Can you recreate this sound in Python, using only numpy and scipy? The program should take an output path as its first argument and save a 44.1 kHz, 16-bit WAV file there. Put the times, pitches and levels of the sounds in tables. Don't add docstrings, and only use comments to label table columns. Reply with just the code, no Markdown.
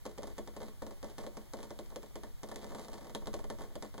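import sys
import numpy as np
from scipy import signal
from scipy.fft import rfft, irfft
from scipy.io import wavfile

SR = 44100
rng = np.random.default_rng(int(sys.argv[2]) if len(sys.argv) > 2 else 0)


def transcribe(u):
    v = np.clip(np.atleast_2d(u).T, -1, 1)
    q = np.round(v * 32767).astype(np.int16)
    wavfile.write(sys.argv[1], SR, q)


N = 176400
FREQS = np.maximum(np.fft.rfftfreq(N, 1 / SR), 1)

# start_s, thud_db, slap_db
DROP_HITS = [(0.0541, -40.5, -44.5), (0.0641, -43.5, -44.5), (0.1776, -47, -52.5), (0.1826, -43, -46),
             (0.222, -51, -55), (0.232, -40, -43.5), (0.2721, -45, -48), (0.3011, -51.5, -63),
             (0.3817, -40, -45.5), (0.3862, -45, -46), (0.475, -43.5, -48), (0.5652, -42, -45.5),
             (0.6042, -45, -51), (0.6179, -43.5, -51), (0.6306, -45.5, -49.5), (0.6842, -60, -57.5),
             (0.8208, -40.5, -44.5), (0.8662, -44.5, -47.5), (0.9086, -46.5, -50), (1.0292, -42.5, -47.5),
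             (1.0444, -43, -50.5), (1.1824, -39, -41), (1.2395, -45.5, -58), (1.2655, -42.5, -45),
             (1.3702, -41.5, -45), (1.5356, -39, -42.5), (1.5696, -53, -55), (1.5886, -45, -54),
             (1.605, -51.5, -53), (1.63, -46, -45), (1.7063, -43, -46.5), (1.7899, -43, -44),
             (1.92, -50.5, -69), (1.96, -42, -41.5), (2.0304, -47, -50), (2.1562, -41.5, -44),
             (2.2347, -43.5, -47.5), (2.4329, -40, -42.5), (2.488, -46.5, -48), (2.5151, -40.5, -48),
             (2.5594, -45, -41), (2.6242, -49.5, -59), (2.6435, -43.5, -48), (2.6661, -50, -50.5),
             (2.7073, -46, -54), (2.7202, -45, -56), (2.7483, -40, -46), (2.7588, -52, -54),
             (2.7843, -46.5, -46.5), (2.7957, -45, -47.5), (2.8141, -63, -49), (2.8476, -51.5, -51),
             (2.8838, -44, -51), (2.932, -45, -45), (2.941, -48, -48.5), (2.9799, -49.5, -58),
             (3.0129, -49.5, -61), (3.051, -50, -67), (3.0694, -48.5, -53), (3.0965, -48, -52),
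             (3.1493, -35, -34.5), (3.2211, -48.5, -64), (3.2582, -48.5, -50), (3.2717, -37, -41),
             (3.3387, -40.5, -47.5), (3.3414, -43.5, -40), (3.391, -45, -50), (3.4417, -43, -50),
             (3.501, -36.5, -40.5), (3.5866, -45.5, -52), (3.6077, -41.5, -54), (3.619, -52, -49.5),
             (3.6371, -46, -54.5), (3.755, -41.5, -43.5), (3.8243, -39, -41.5), (3.8483, -45, -50.5),
             (3.9417, -44.5, -52.5), (3.9799, -41.5, -47.5)]
# start_s, end_s, level_db
DRIBBLE_RUNS = [(0.223, .33, -61.5), (0.601, 0.701, -54), (1.053, 1.14, -53), (1.191, 1.26, -51),
                (1.56, 1.654, -54.5), (2.5, 2.861, -52.5), (2.882, 3.11, -54), (3.578, 3.66, -54.5)]
def drips(droplets=4, spot_count=32, dribble_per_s=150):
    spots = [(pan_thud(), wet_slap()) for _ in range(spot_count)]
    hits = []
    for at, thud_db, slap_db in DROP_HITS:
        hits.append((at, thud_db, slap_db))
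        flights_s = rng.gamma(2, .028, droplets)
        spatter_db = -12 - 15 * rng.random(droplets)
        for flight, db in zip(flights_s, spatter_db):
            hits.append((at + flight, thud_db + db, slap_db + db))
    for start, end, db in DRIBBLE_RUNS:
        for when, smallness in rng.random((int((end - start) * dribble_per_s), 2)):
            droplet_db = db - 9.5 * smallness
            hits.append((start + when * (end - start), droplet_db, droplet_db - 2))
    thuds, slaps = np.zeros((2, N)), np.zeros((1, N))
    for k, (at, thud_db, slap_db) in enumerate(hits):
        thud, slap = spots[k % spot_count]
        add(thuds, at, thud * undb(thud_db))
        add(slaps, at, slap * undb(slap_db))
    soft = band(slaps[0], 600, 10770)
    wet = signal.hilbert(band(soft, 2040, 6940, order=1)) * undb(9.5)
    return thuds + np.array([wet.real, undb(-1) * wet.imag])


# pitch_hz, t60_s, mid_db, side_db
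PAN_MODES = [(217.2, 0.19, -7.5, -12.5), (298.8, 0.18, -13.5, -19.5), (346.1, 0.27, -11.5, -14.5),
             (433.2, 0.12, -3.5, -13), (411, 0.017, -0.5, -7), (476.4, 0.14, -9.5, -27),
             (567.5, 0.14, -6, -8.5), (634.3, 0.096, -5, -8.5), (739, 0.065, -6, -9), (920, 0.05, -2, -25),
             (1069, 0.083, -10, -26), (1440, 0.061, -15, -21), (1727, 0.056, -14.5, -21),
             (2025, 0.07, -22.5, -18)]
def pan_thud(size=8000, push_s=.0006, bend_s=0.0016, bend_hz=463):
    t = np.arange(size) / SR
    hz, t60, mid_db, side_db = np.array(PAN_MODES).T[:, :, None]
    strength, detune = rng.standard_normal((2, len(hz), 1))
    to_rim_s = bend_s * np.sqrt(bend_hz / hz)
    age = np.maximum(t - to_rim_s, 0)
    ring = np.exp(age * (2j * np.pi * hz * (1 + .006 * detune) - np.log(1000) / t60))
    ring *= undb(1.2 * strength) * np.minimum(2 * age * hz, 1)
    push = np.sin(np.pi * np.minimum(t / push_s, 1))
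    push = signal.sosfilt(signal.butter(2, 260, "high", fs=SR, output="sos"), push)
    mid = (undb(mid_db) * ring.imag).sum(0) - undb(5.5) * push
    side = (undb(side_db) * ring.real).sum(0)
    return np.array([mid, side])


def wet_slap(size=2200, tick_decay_s=0.00061, film_decay_s=0.0091):
    t = np.arange(size) / SR
    tick, film, grain = rng.standard_normal((3, size))
    crackle = undb(-5) / 2 * film * np.abs(grain) * np.exp(-t / film_decay_s)
    return (tick * np.exp(-t / tick_decay_s) + crackle)[None]


# start_s, level_db
POOL_HITS = [(0.059, -42), (.183, -47), (.384, -43.5), (.565, -46), (.607, -46.5), (.821, -44.5),
             (.866, -48), (1.03, -48.5), (1.266, -46.5), (1.536, -45.5), (1.706, -46), (1.79, -44.5),
             (1.96, -45.5), (2.156, -46.5), (2.234, -51), (3.338, -42.5), (3.756, -48)]
# pitch_hz, decay_s, level_db
DENT_PARTIALS = [(497, 0.007, 2.5), (267.2, 0.015, -7)]
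def plops(size=4000, rise_per_s=12):
    t, out = np.arange(size) / SR, np.zeros((2, N))
    for at, db in POOL_HITS:
        for hz, decay, partial_db in DENT_PARTIALS:
            start_hz = hz * (1 + 0.031 * rng.standard_normal())
            phase = 2 * np.pi * start_hz * (t + rise_per_s * t ** 2 / 2)
            swell = t / decay * np.exp(1 - t / decay) * undb(db + partial_db)
            add(out, at, swell * np.array([np.sin(phase), 0.43 * np.cos(phase)]))
    return out


# delay_s, mid_db, side_db
NEAR_ECHOES = [(0.01, -20.5, -15.5), (0.0254, -20, -21.5)]
def echoes(oil_mid):
    out, dull = np.zeros((2, N)), band(oil_mid, 179, 840)
    for delay, mid_db, side_db in NEAR_ECHOES:
        add(out, delay, undb([[mid_db], [side_db]]) * dull)
    return out


# band_hz, t60_s, level_db
GARAGE_BANDS = [(194, 0.2, -18), (430, 0.24, -20), (890, 0.32, -14.5), (1890, 0.16, -7), (4430, 0.33, -13),
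                (10300, 0.27, -15)]
def garage_tail(size=18000, build_s=0.004, side_db=-4):
    t, tail = np.arange(size) / SR, 0
    for hz, t60, db in GARAGE_BANDS:
        part = band(rng.standard_normal((2, size)), hz / 1.46, hz * 1.69)
        part *= np.exp(-np.log(1000) * t / t60) * (1 - np.exp(-t / build_s))
        energy = np.sum(part ** 2, axis=1, keepdims=True)
        tail = tail + part * undb(db) * np.sqrt(2 * hz / SR / energy)
    return tail * undb([[0], [side_db]])


# frequency_hz, mid_db, side_db
ROOM_TONE = [(21.6, -89, -65), (49, -85.5, -71.5), (66.5, -91.5, -82), (113, -86.5, -81), (173, -94.5, -81),
             (232, -100, -96.5), (388, -100, -95.5), (860, -100, -104), (1620, -104, -107),
             (3700, -106, -105), (7560, -109, -110), (13900, -111, -112)]
def room_tone(swell_at_s=3.39, swell_width_s=0.23, swell_db=9, drone_hz=48):
    t = np.arange(N) / SR
    hz, mid_db, side_db = np.array(ROOM_TONE).T
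    spectra_db = [np.interp(np.log(FREQS), np.log(hz), db) for db in (mid_db, side_db)]
    noise = np.array([colour(rng.standard_normal(N), db) for db in spectra_db])
    waver = signal.resample(rng.standard_normal(24), N)
    swell = undb(swell_db * np.exp(-((t - swell_at_s) / swell_width_s) ** 2)) - 1
    rumble = colour(noise, -20 * np.log10(1 + (FREQS / 170) ** 4))
    drone = np.sin(2 * np.pi * drone_hz * t + waver / 2) * undb(-58.5) * np.array([[.5], [1]])
    return (noise + swell * rumble) * np.sqrt(SR / 2) * undb(.25 * waver) + drone


def undb(db):
    return 10 ** (np.asarray(db) / 20)


def colour(x, db):
    return irfft(rfft(x) * undb(db), N)


def band(x, lo_hz, hi_hz, order=2):
    return signal.sosfilt(signal.butter(order, [lo_hz, hi_hz], "band", fs=SR, output="sos"), x)


def add(out, at, sound):
    i = int(np.clip(at * SR, 0, N))
    out[:, i:i + sound.shape[1]] += sound[:, :N - i]


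def scene():
    background, tail = room_tone(), garage_tail()
    oil = drips() + plops()
    reverb = signal.fftconvolve(oil[:1], tail, axes=1)[:, :N]
    mid, side = oil + echoes(oil[0]) + reverb + background
    return np.array([mid + side, mid - side])


# centre_hz, width_hz, gain_db
MID_NOTCHES = [(2670, 306, -15.5), (5340, 710, -6.5), (8370, 700, -4)]
SIDE_NOTCHES = [(1330, 360, -10), (4020, 500, -12.5), (6750, 540, -8)]
def record(dry, top_hz=15800):
    def bells_db(bands):
        return sum(db * np.exp(-((FREQS - hz) / width) ** 2) for hz, width, db in bands)
    mid = colour((dry[0] + dry[1]) / 2, bells_db(MID_NOTCHES))
    side = colour((dry[0] - dry[1]) / 2, bells_db(SIDE_NOTCHES))
    lean_db = bells_db([(8800, 3300, 1)])
    stereo = np.array([colour(mid + side, -lean_db), colour(mid - side, lean_db)])
    return signal.sosfilt(signal.ellip(8, .2, 70, top_hz, fs=SR, output="sos"), stereo)


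dry = scene()
out = record(dry)
transcribe(out)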